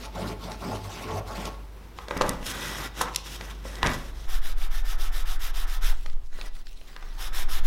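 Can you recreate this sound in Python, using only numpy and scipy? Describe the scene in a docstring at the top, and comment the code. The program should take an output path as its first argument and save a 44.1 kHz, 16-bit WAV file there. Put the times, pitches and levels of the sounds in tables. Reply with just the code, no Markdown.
"""A pen scratches round an axe head on leather, its pressure droning through the workshop bench.
Then a knife cuts the hide on a mat and is put down; last, a sanding block rubs an edge to and fro.
Rubbing is uneven noise shaped by resonances; ticks are short noise bursts; thuds are decaying bench modes.
The bench sways as slow sines during the last job; a hard-walled room answers with decaying noise.
Mains hum and a faint hiss lie beneath."""
import sys
import numpy as np
from scipy import signal
from scipy.fft import rfft, irfft, next_fast_len
from scipy.io import wavfile
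from scipy.ndimage import uniform_filter1d, map_coordinates

SR = 44100
rng = np.random.default_rng(int(sys.argv[2]) if len(sys.argv) > 2 else 0)


def int16_out(signal):
    """Quantize to a 16-bit WAV file."""
    q = np.round(np.clip(np.atleast_2d(signal).T, -1, 1) * 32767)
    wavfile.write(sys.argv[1], SR, q.astype(np.int16))


def volts_from_db(level):
    """Convert decibel levels to linear amplitude ratios."""
    exponent = np.asarray(level, float) / 20
    return 10 ** exponent


N = 337806
TIME = np.arange(N) / SR
# two loose modes of the bench, slow and fast: f/Hz
SWAY_MODES = (10.6, 25.5)


def unit(x):
    """Normalisation of power: x scaled to rms 1."""
    return x / np.sqrt(np.mean(x ** 2) + 1e-20)


def along(points, hz):
    """Spectral interpolation: (f/Hz, value) points read on a logarithmic frequency axis."""
    f, v = np.transpose(points)
    return np.interp(np.log(hz + 1), np.log(f + 1), v)


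def gains(rows):
    """Envelopes linear in level: one gain per sample for each dB column, silent outside the table."""
    s, *columns = np.transpose(rows)
    return [volts_from_db(np.interp(TIME, s, column, -150, -150)) for column in columns]


def wobble(rate):
    """Slow random modulation: a smooth curve through normal deviates, rate knots a second."""
    knots = rng.standard_normal(int(N * rate / SR) + 4)
    return map_coordinates(knots, [TIME * rate])


def filtered(x, gain):
    """Linear filtering: the spectrum of x times a gain that depends on frequency."""
    m = next_fast_len(len(x) + 8192)
    return irfft(rfft(x, m) * gain(np.fft.rfftfreq(m, 1 / SR)), m)[:len(x)]


def strokes(rows, rise, fall, lag=0):
    """Exponential onset and decay (dB/s) round a hold that swells: rows of t/s, length/s, level/dB, swell/dB."""
    out = np.zeros(N)
    for s, length, db, swell in rows:
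        t = TIME - s - lag
        held = db + swell * (np.clip(t / length, 0, 1) - 0.5)
        onset = np.minimum(0, rise * t)
        decay = np.minimum(0, fall * (length - lag - t))
        out += volts_from_db(held + onset + decay)
    return out


def friction(spectrum, peaks, grain_db, flutter_db, patchy_db):
    """Slip of fibres: uneven noise, its colour drifting as the contact moves, shaped by the rubbed body."""
    unevenness = grain_db * wobble(900) + flutter_db * (wobble(25) + wobble(70))
    slips = rng.standard_normal(N) * volts_from_db(unevenness)
    z = signal.stft(slips, nperseg=256)[2]
    patches = uniform_filter1d(rng.standard_normal(z.shape), size=4, axis=0)  # over frequency
    patches = uniform_filter1d(patches, size=12, axis=1)  # over time
    slips = signal.istft(z * volts_from_db(patchy_db * unit(patches)), nperseg=256)[1][:N]

    def body_gain(hz):
        resonances = sum(db / (1 + (2 * (hz - centre) / width) ** 2) for centre, width, db in peaks)
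        return volts_from_db(along(spectrum, hz) + resonances)

    return unit(filtered(slips, body_gain))


def background():
    """Stationary noise and tones: the hiss of room air and slightly unsteady mains hum."""
    # both step down near 4.26 s and dip near 6.3 s: t/s, hiss level/dB, hum level/dB
    quiet_levels = [(0, -48, -44), (4.256, -48, -43), (4.262, -53.5, -47), (6.24, -55, -47),
                    (6.3, -63, -59), (6.33, -61.5, -82), (7.66, -49.5, -37.5)]
    # hum lines, the lowest being the idle tremor of the bench: f/Hz, relative level/dB
    hum_lines = [(26.5, -35), (49.5, 2), (99.5, -23), (118, -17.5), (199, -33)]
    # spectrum of the hiss: f/Hz, relative density/dB per Hz
    air_spectrum = [(38, -9), (65, 1.5), (76, -2.5), (108, -10.5), (171, -11), (226, -13.5), (334, -12.5),
                    (383, -14), (607, -21.5), (666, -19), (941, -19), (1750, -26), (5800, -34.5),
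                    (7000, -39), (16000, -39.5)]
    hiss, hum = gains(quiet_levels)
    lines = np.zeros(N)
    for hz, db in hum_lines:
        strength = volts_from_db(db + 2.2 * wobble(2.8))
        lines += strength * np.sin(2 * np.pi * hz * TIME + 0.69 * wobble(2.5))
    air = friction(air_spectrum, [], grain_db=0.8, flutter_db=0.4, patchy_db=0.8)
    return hiss * air + hum * np.sqrt(2) * lines


def room(x):
    """Reverberation: convolution with noise in which each frequency decays at its own rate."""
    # reverberation time: f/Hz, t60/s
    decay_times = [(100, 0.63), (500, 0.57), (2000, 0.42), (6000, 0.43), (14000, 0.067)]
    # colour of the tail at its start: f/Hz, relative level/dB
    tail_colour = [(60, 5.5), (1000, 5.5), (4000, 3.5), (14000, -11)]
    out, hop = np.zeros(N + 2 * SR), SR // 3
    for i in range(0, N, hop):  # a new tail every third of a second
        hz, t, z = signal.stft(rng.standard_normal(SR * 3 // 4), SR, nperseg=256)
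        level = along(tail_colour, hz)[:, None] - 60 * t / along(decay_times, hz)[:, None]
        tail = signal.istft(z * volts_from_db(level), SR, nperseg=256)[1]
        wet = signal.fftconvolve(x[i:i + hop], tail / np.linalg.norm(tail))
        out[i + 300:][:len(wet)] += wet  # the first wall is some metres away
    return out[:N]


def sway():
    """Forced oscillation: two loose modes of the bench, pushed unevenly by the arm."""
    # t/s, slow sway level/dB, fast sway level/dB, before the random unevenness
    sway_levels = [(4.26, -22, -43), (4.37, -19, -24), (4.44, -16, -42), (4.53, -20.5, -27.5),
                   (5.75, -23.5, -26.5), (5.89, -18, -22), (5.94, -16, -35), (6.02, -31, -25.5),
                   (6.11, -21, -36), (6.16, -20, -29), (6.23, -33.5, -37), (6.34, -24.5, -43),
                   (6.43, -40, -31), (6.5, -27, -36.5), (6.96, -47, -46), (7.04, -42, -35),
                   (7.43, -17.5, -30.5), (7.66, -16.5, -28)]
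    out = np.zeros(N)
    for gain, hz in zip(gains(sway_levels), SWAY_MODES):
        push = gain * volts_from_db(1.8 * wobble(11))
        phase = 2 * np.pi * np.cumsum(hz * (1 + 0.099 * wobble(5.4))) / SR
        out += push * np.sqrt(2) * np.sin(phase)
    fade_in = np.clip((TIME - 4.258) / 0.02, 0, 1)
    return fade_in * out


def taps():
    """Impact excitation: noisy ticks of hard edges, thuds in the bench modes, jolts of its fast sway."""
    # hard edges meeting: t/s, peak level/dB, centre f/Hz
    edge_hits = [(0.518, -28, 4000), (1.454, -26.5, 5000), (1.9868, -28.5, 2480), (2.0835, -29.5, 3670),
                 (2.109, -20, 1950), (2.168, -21.5, 1500), (2.172, -30, 11000), (2.1755, -25.5, 4550),
                 (2.212, -15.5, 3820), (2.2185, -15, 3660), (2.2924, -11.5, 7500), (2.4277, -30.5, 2370),
                 (3.012, -21.5, 3500), (3.015, -12.5, 8040), (3.138, -35, 4000), (3.1472, -22.5, 4540),
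                 (3.1599, -9.5, 5500), (3.1894, -37, 5000), (3.4106, -26.5, 2770), (3.512, -46, 1800),
                 (3.7542, -30, 4500), (3.8296, -11, 2350), (3.8621, -18, 2940), (3.8695, -14, 3160),
                 (3.892, -23, 2000), (3.915, -28, 2500), (3.935, -27, 4950), (6.0612, -27.5, 2600),
                 (6.099, -36, 2860), (6.1315, -44, 2880), (6.328, -44, 1500), (6.3879, -44, 1800),
                 (6.4126, -26.5, 3080), (6.669, -33, 3100), (6.8132, -40.5, 2000), (6.93, -44, 1820),
                 (6.9636, -28.5, 2590), (7.026, -34.5, 2200)]
    # knife, hand and hide landing on the bench: t/s, peak level/dB, centre f/Hz
    landings = [(1.9872, -26, 1010), (2.0837, -26.5, 1100), (2.11, -17, 990), (2.166, -19, 213),
                (2.2107, -6.5, 890), (2.2182, -20.5, 278), (2.245, -22, 950), (2.262, -21, 293),
                (2.29, -18, 270), (2.4267, -28, 297), (3.0116, -13, 1280), (3.017, -18.5, 507),
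                (3.4098, -27.5, 414), (3.6529, -25, 400), (3.8305, -13, 1310), (3.836, -22, 110),
                (3.861, -13.5, 182), (3.8704, -18, 303), (3.9, -23.5, 174), (6.0591, -32.5, 685),
                (6.3879, -33.5, 885), (6.4116, -35.5, 1190), (6.8134, -41.5, 410), (6.9632, -34, 1300),
                (7.025, -36, 1500)]
    # the heaviest landings shake the whole bench: t/s, starting level/dB
    shakes = [(2.2102, -30.5), (3.01, -46), (3.831, -29.5)]
    # modes of the knocked bench top, varied a little at each landing: f/Hz, relative level/dB, t60/s
    bench_modes = [(69.7, 1, 0.25), (105, -1, 0.03), (180, -3, 0.047), (267, -4, 0.06), (387, 4.5, 0.013),
                   (498, 2.5, 0.019), (585, 9.5, 0.015), (835, 12, 0.013), (998, 9.5, 0.014),
                   (1208, 2, 0.031), (1470, -4, 0.017), (1550, 4, 0.017), (1960, -29, 0.013)]
    narrow_db = 5.5  # loss per octave squared off the centre
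    contact_s = 0.00083  # time constant of a soft landing's rise
    ticks, thuds, t = np.zeros(N + SR), np.zeros(N + SR), TIME[:SR // 2]
    for s, db, hz in edge_hits:
        # the edge chatters, then dies
        crack = rng.standard_normal(len(t)) * volts_from_db(-60 * np.maximum(t - 0.0016, 0) / 0.0099)
        band = [0.49 * hz, min(1.54 * hz, 15500)]
        tick = signal.sosfilt(signal.butter(2, band, "bandpass", fs=SR, output="sos"), crack)
        ticks[round(s * SR):][:len(t)] += volts_from_db(db) * tick / np.abs(tick).max()
    for s, db, hz in landings:
        ring = np.zeros(len(t))
        for f, mode_db, t60 in bench_modes:
            level = mode_db + rng.normal(0, 2.7) - narrow_db * np.log2(f / hz) ** 2
            mode = np.sin(2 * np.pi * f * rng.normal(1, 0.025) * t)
            ring += volts_from_db(level - 60 * t / t60) * mode
        ring *= 1 - np.exp(-t / contact_s)
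        thuds[round(s * SR):][:len(t)] += volts_from_db(db) * ring / np.abs(ring).max()
    for s, db in shakes:
        jolt = volts_from_db(db - 60 * t / 1.27) * np.sin(2 * np.pi * SWAY_MODES[1] * t)
        thuds[round(s * SR):][:len(t)] += jolt
    return ticks[:N], thuds[:N]


def sanding():
    """Speed-dependent friction: each stroke swells and halts; treble needs speed, the block hums on longer."""
    # strokes: t/s, nominal treble level/dB
    sanding_strokes = [(4.277, -41), (4.416, -40.5), (4.565, -43), (4.702, -42), (4.841, -40),
                       (4.979, -39.5), (5.116, -39.5), (5.251, -39.5), (5.393, -38), (5.534, -38),
                       (5.667, -40), (5.811, -35.5), (7.176, -38), (7.326, -35), (7.485, -35), (7.635, -38)]
    # spectrum of the grit: f/Hz, relative density/dB per Hz
    grit_spectrum = [(150, -9), (250, -9), (342, -2), (618, -4), (761, 5), (831, 1.5), (1450, 5),
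                     (2530, -4.5), (3650, -2), (4340, -11.5), (5250, -10.5), (8550, -14.5), (12300, -10.5),
                     (16000, -17.5)]
    # resonances that friction brings out: f/Hz, width/Hz, gain/dB
    block_peaks = [(743, 7.8, 4.3), (1296, 27, 8.7), (1786, 20, 9.6), (4000, 110, 1), (5430, 1500, 5.7)]
    stroke_s = 0.15
    fizz, body = np.zeros(N), np.zeros(N)
    for s, db in sanding_strokes:
        progress = np.clip((TIME - s + 0.012) / stroke_s, 0, 1)
        speed = np.abs(np.sin(np.pi * progress ** 0.92))
        fizz += volts_from_db(db) * np.clip(1.132 * speed - 0.25, 0, 1) ** 1.03
        body += volts_from_db(0.64 * (db + 30) - 39.5) * speed ** 0.5  # varies less than the treble
    grit = friction(grit_spectrum, block_peaks, grain_db=1.5, flutter_db=0.6, patchy_db=1.5)
    low = filtered(grit, lambda hz: 1 / (1 + (hz / 2400) ** 4))
    return fizz * unit(grit - low) + body * unit(low)


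def hide():
    """Dragging friction: blade and hide catch unevenly on the mat; later only fingers turn the piece."""
    # knife and hide dragged on the mat: t/s, length/s, rasp level/dB, bench drone level/dB, swell/dB
    mat_drags = [(1.981, 0.061, -53.5, -54, -4), (2.111, 0.066, -49.5, -40, -1),
                 (2.218, 0.095, -44.5, -36, -6), (2.334, 0.087, -55.5, -48, -7),
                 (2.465, .05, -35.5, -39.5, 0), (2.543, 0.32, -40.5, -38, 0),
                 (2.971, 0.043, -36.5, -36.5, 13.5), (3.046, 0.04, -49.5, -41, 7),
                 (3.153, 0.047, -45, -67, -4), (3.262, 0.1, -42.5, -47, 0),
                 (3.411, 0.047, -49.5, -46.5, -3), (3.488, 0.024, -49.5, -44, 3),
                 (3.55, 0.057, -61, -63, -7), (3.657, 0.087, -48, -47.5, -3.5),
                 (3.762, 0.025, -48.5, -42.5, 3), (3.844, 0.041, -43.5, -29.5, -4),
                 (3.903, 0.044, -40.5, -35.5, 3), (3.981, 0.12, -49.5, -50.5, -1),
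                 (4.154, 0.12, -55, -59, -2)]
    # fingers turning the piece between the sanding runs: t/s, length/s, rustle level/dB, drone level/dB, swell/dB
    finger_turns = [(5.94, .19, -55, -66, -10), (6.23, 0.041, -63, -90, 7), (6.33, 0.14, -52, -51.5, 11.5),
                    (6.56, 0.051, -54.5, -57, -3), (6.67, 0.061, -55, -70, 4), (6.77, 0.089, -61, -74, -2),
                    (6.88, 0.067, -57.5, -59.5, -5), (6.97, 0.2, -56.5, -54.5, -1)]
    # spectra of the rasp, of skin on hide (duller) and of the drone: f/Hz, relative density/dB per Hz
    rasp_spectrum = [(1180, -61), (2000, -13.5), (2640, 0), (3870, -1), (4450, -5.5), (5350, 0),
                     (7570, -6.5), (12000, -9), (14900, -13), (16000, -20)]
    skin_spectrum = [(1180, -27), (2000, -11), (2530, -3.5), (4080, -2), (4450, -4), (5390, -6),
                     (14700, -17.5), (16000, -8.5)]
    drone_spectrum = [(60, -24), (120, 3), (200, -1), (400, -2.5), (650, -6.5), (830, -4), (1100, -3),
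                      (1490, -2), (1900, -4.5), (2600, -12.5), (3400, -25), (5700, -120)]
    # resonances that friction brings out: f/Hz, width/Hz, gain/dB
    mat_peaks = [(1150, 46, 1.8), (1960, 51, 10), (3320, 270, 3.5), (3780, 190, 3.4), (5500, 120, 1)]
    rise, rub_fall, drone_fall = 470, 600, 768  # dB/s
    bright_hz, brighter = 6500, 0.2  # above this the rasp grows faster than its level, by this power
    blade = strokes([(s, n, db, up) for s, n, db, _, up in mat_drags], rise, rub_fall)
    skin = strokes([(s, n, db, up) for s, n, db, _, up in finger_turns], rise, rub_fall)
    drone = strokes([(s, n, db, up) for s, n, _, db, up in mat_drags + finger_turns], rise, drone_fall)
    catch = volts_from_db(0.9 * wobble(16))
    rasp = friction(rasp_spectrum, mat_peaks, grain_db=1.5, flutter_db=1.3, patchy_db=1.5)
    top = filtered(rasp, lambda hz: 1 / (1 + (bright_hz / (hz + 1)) ** 4))
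    rasp = rasp + top * ((blade / volts_from_db(-37.5)) ** brighter - 1)
    rustle = friction(skin_spectrum, [], grain_db=2.5, flutter_db=1.2, patchy_db=3)
    body = friction(drone_spectrum, mat_peaks, grain_db=2, flutter_db=0.5, patchy_db=1.2)
    return catch * (blade * rasp + skin * rustle + drone * body)


def pen():
    """Structure-borne friction: the tip scratches, its pressure drones in the bench, a bearing hand booms."""
    # strokes of uneven pressure, the last one faint: t/s, length/s, scratch level/dB, pressure level/dB,
    # pressure swell/dB
    pen_strokes = [(-0.05, 0.11, -44, -39.5, -4), (0.159, 0.17, -45, -39.5, -1.5),
                   (0.421, 0.12, -45.5, -41, 1.5), (0.623, 0.15, -44, -38, -4),
                   (0.842, 0.2, -45, -43.5, 4.5), (1.067, 0.13, -47, -37, 5.5),
                   (1.287, 0.19, -44.5, -38, -1), (1.503, .05, -57, -50.5, -5)]
    # the hand bears down: t/s, boom level/dB, low thrum level/dB
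    hand_booms = [(0.18, -40, -46.5), (0.245, -41.5, -33), (0.47, -46, -42), (0.64, -52, -40),
                  (0.69, -46, -41), (0.73, -36, -45), (0.87, -43, -51), (1.059, -46, -40.5),
                  (1.15, -38, -41), (1.38, -49, -50), (1.46, -49, -43.5)]
    # spectra of scratch, drone and low thrum: f/Hz, relative density/dB per Hz
    tip_spectrum = [(1000, -10), (1700, -2.5), (2170, 3.5), (2640, 2), (5440, -0.5), (7480, -8),
                    (10500, -11), (12000, -10.5), (15100, -18), (16000, -15)]
    pressure_spectrum = [(320, -46), (550, 2.5), (970, -2.5), (1090, 0), (1200, -6), (2000, -16.5),
                         (2600, -27), (4400, -120)]
    thrum_spectrum = [(88, -55), (150, 2.5), (292, -2.5), (438, 0.5), (520, -15), (680, -42), (1140, -120)]
    # resonances that friction brings out: f/Hz, width/Hz, gain/dB
    pen_peaks = [(181.2, 5.6, 12.5), (237, 38, 5.5), (449, 47, 4), (698, 35, 4), (866, 22, 13),
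                 (1100, 33, 7.5), (1373, 90, 8.5)]
    tip_rise, tip_fall = 360, 630  # dB/s
    press_rise, press_fall = 810, 430  # dB/s
    thrum_db = -9  # thrum over drone
    boom_hz, boom_s = 103, 0.012  # a low ring of the bench top and its hold

    scratch = strokes([(s, n, db, 1.5) for s, n, db, _, _ in pen_strokes], tip_rise, tip_fall)
    drone = strokes([(s, n, db, up) for s, n, _, db, up in pen_strokes], press_rise, press_fall)
    thrum = strokes([(s, n, db + thrum_db, up) for s, n, _, db, up in pen_strokes],
                    press_rise, press_fall, lag=0.016)
    thrum += strokes([(s, boom_s, db, 0) for s, _, db in hand_booms], 236, 198)
    boom = strokes([(s, boom_s, db, 0) for s, db, _ in hand_booms], 400, 132)

    scratch = scratch * volts_from_db(0.4 * wobble(22))
    scratch *= friction(tip_spectrum, [], grain_db=1.5, flutter_db=1.34, patchy_db=3.2)
    drone = drone * volts_from_db(0.77 * wobble(14))
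    drone *= friction(pressure_spectrum, pen_peaks, grain_db=2, flutter_db=-1.1, patchy_db=3)
    thrum *= friction(thrum_spectrum, pen_peaks, grain_db=0, flutter_db=1.2, patchy_db=1.5)
    boom = boom * np.sqrt(2) * volts_from_db(1.5 * wobble(12))
    boom *= np.sin(2 * np.pi * boom_hz * TIME + 2.1 * wobble(12.05))
    return scratch + drone + thrum + boom


def scene():
    """Superposition of direct sound, echo, sway and background; the last job is nearer, so drier."""
    rubbing = pen() + hide() + sanding()
    ticks, thuds = taps()
    # the bench top radiates all round, an edge hardly
    sent = volts_from_db(-14.5) * rubbing + volts_from_db(-15.5) * ticks + volts_from_db(-8.5) * thuds
    far = TIME < 4.258
    echo = far * room(far * sent) + volts_from_db(-2.5) * room(~far * sent)
    return (rubbing + ticks + thuds + echo + sway() + background())[None]


def roll_off(x):
    """The treble ends steeply here."""
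    return signal.sosfilt(signal.butter(12, 16510, fs=SR, output="sos"), x)


def record(dry):
    """Band limitation: a steep low-pass at 16.1 kHz finishes the mix."""
    mix = filtered(dry[0], lambda hz: 1 / (1 + (hz / 16100) ** 60))[None]
    return roll_off(mix)


dry = scene()
out = record(dry)
int16_out(out)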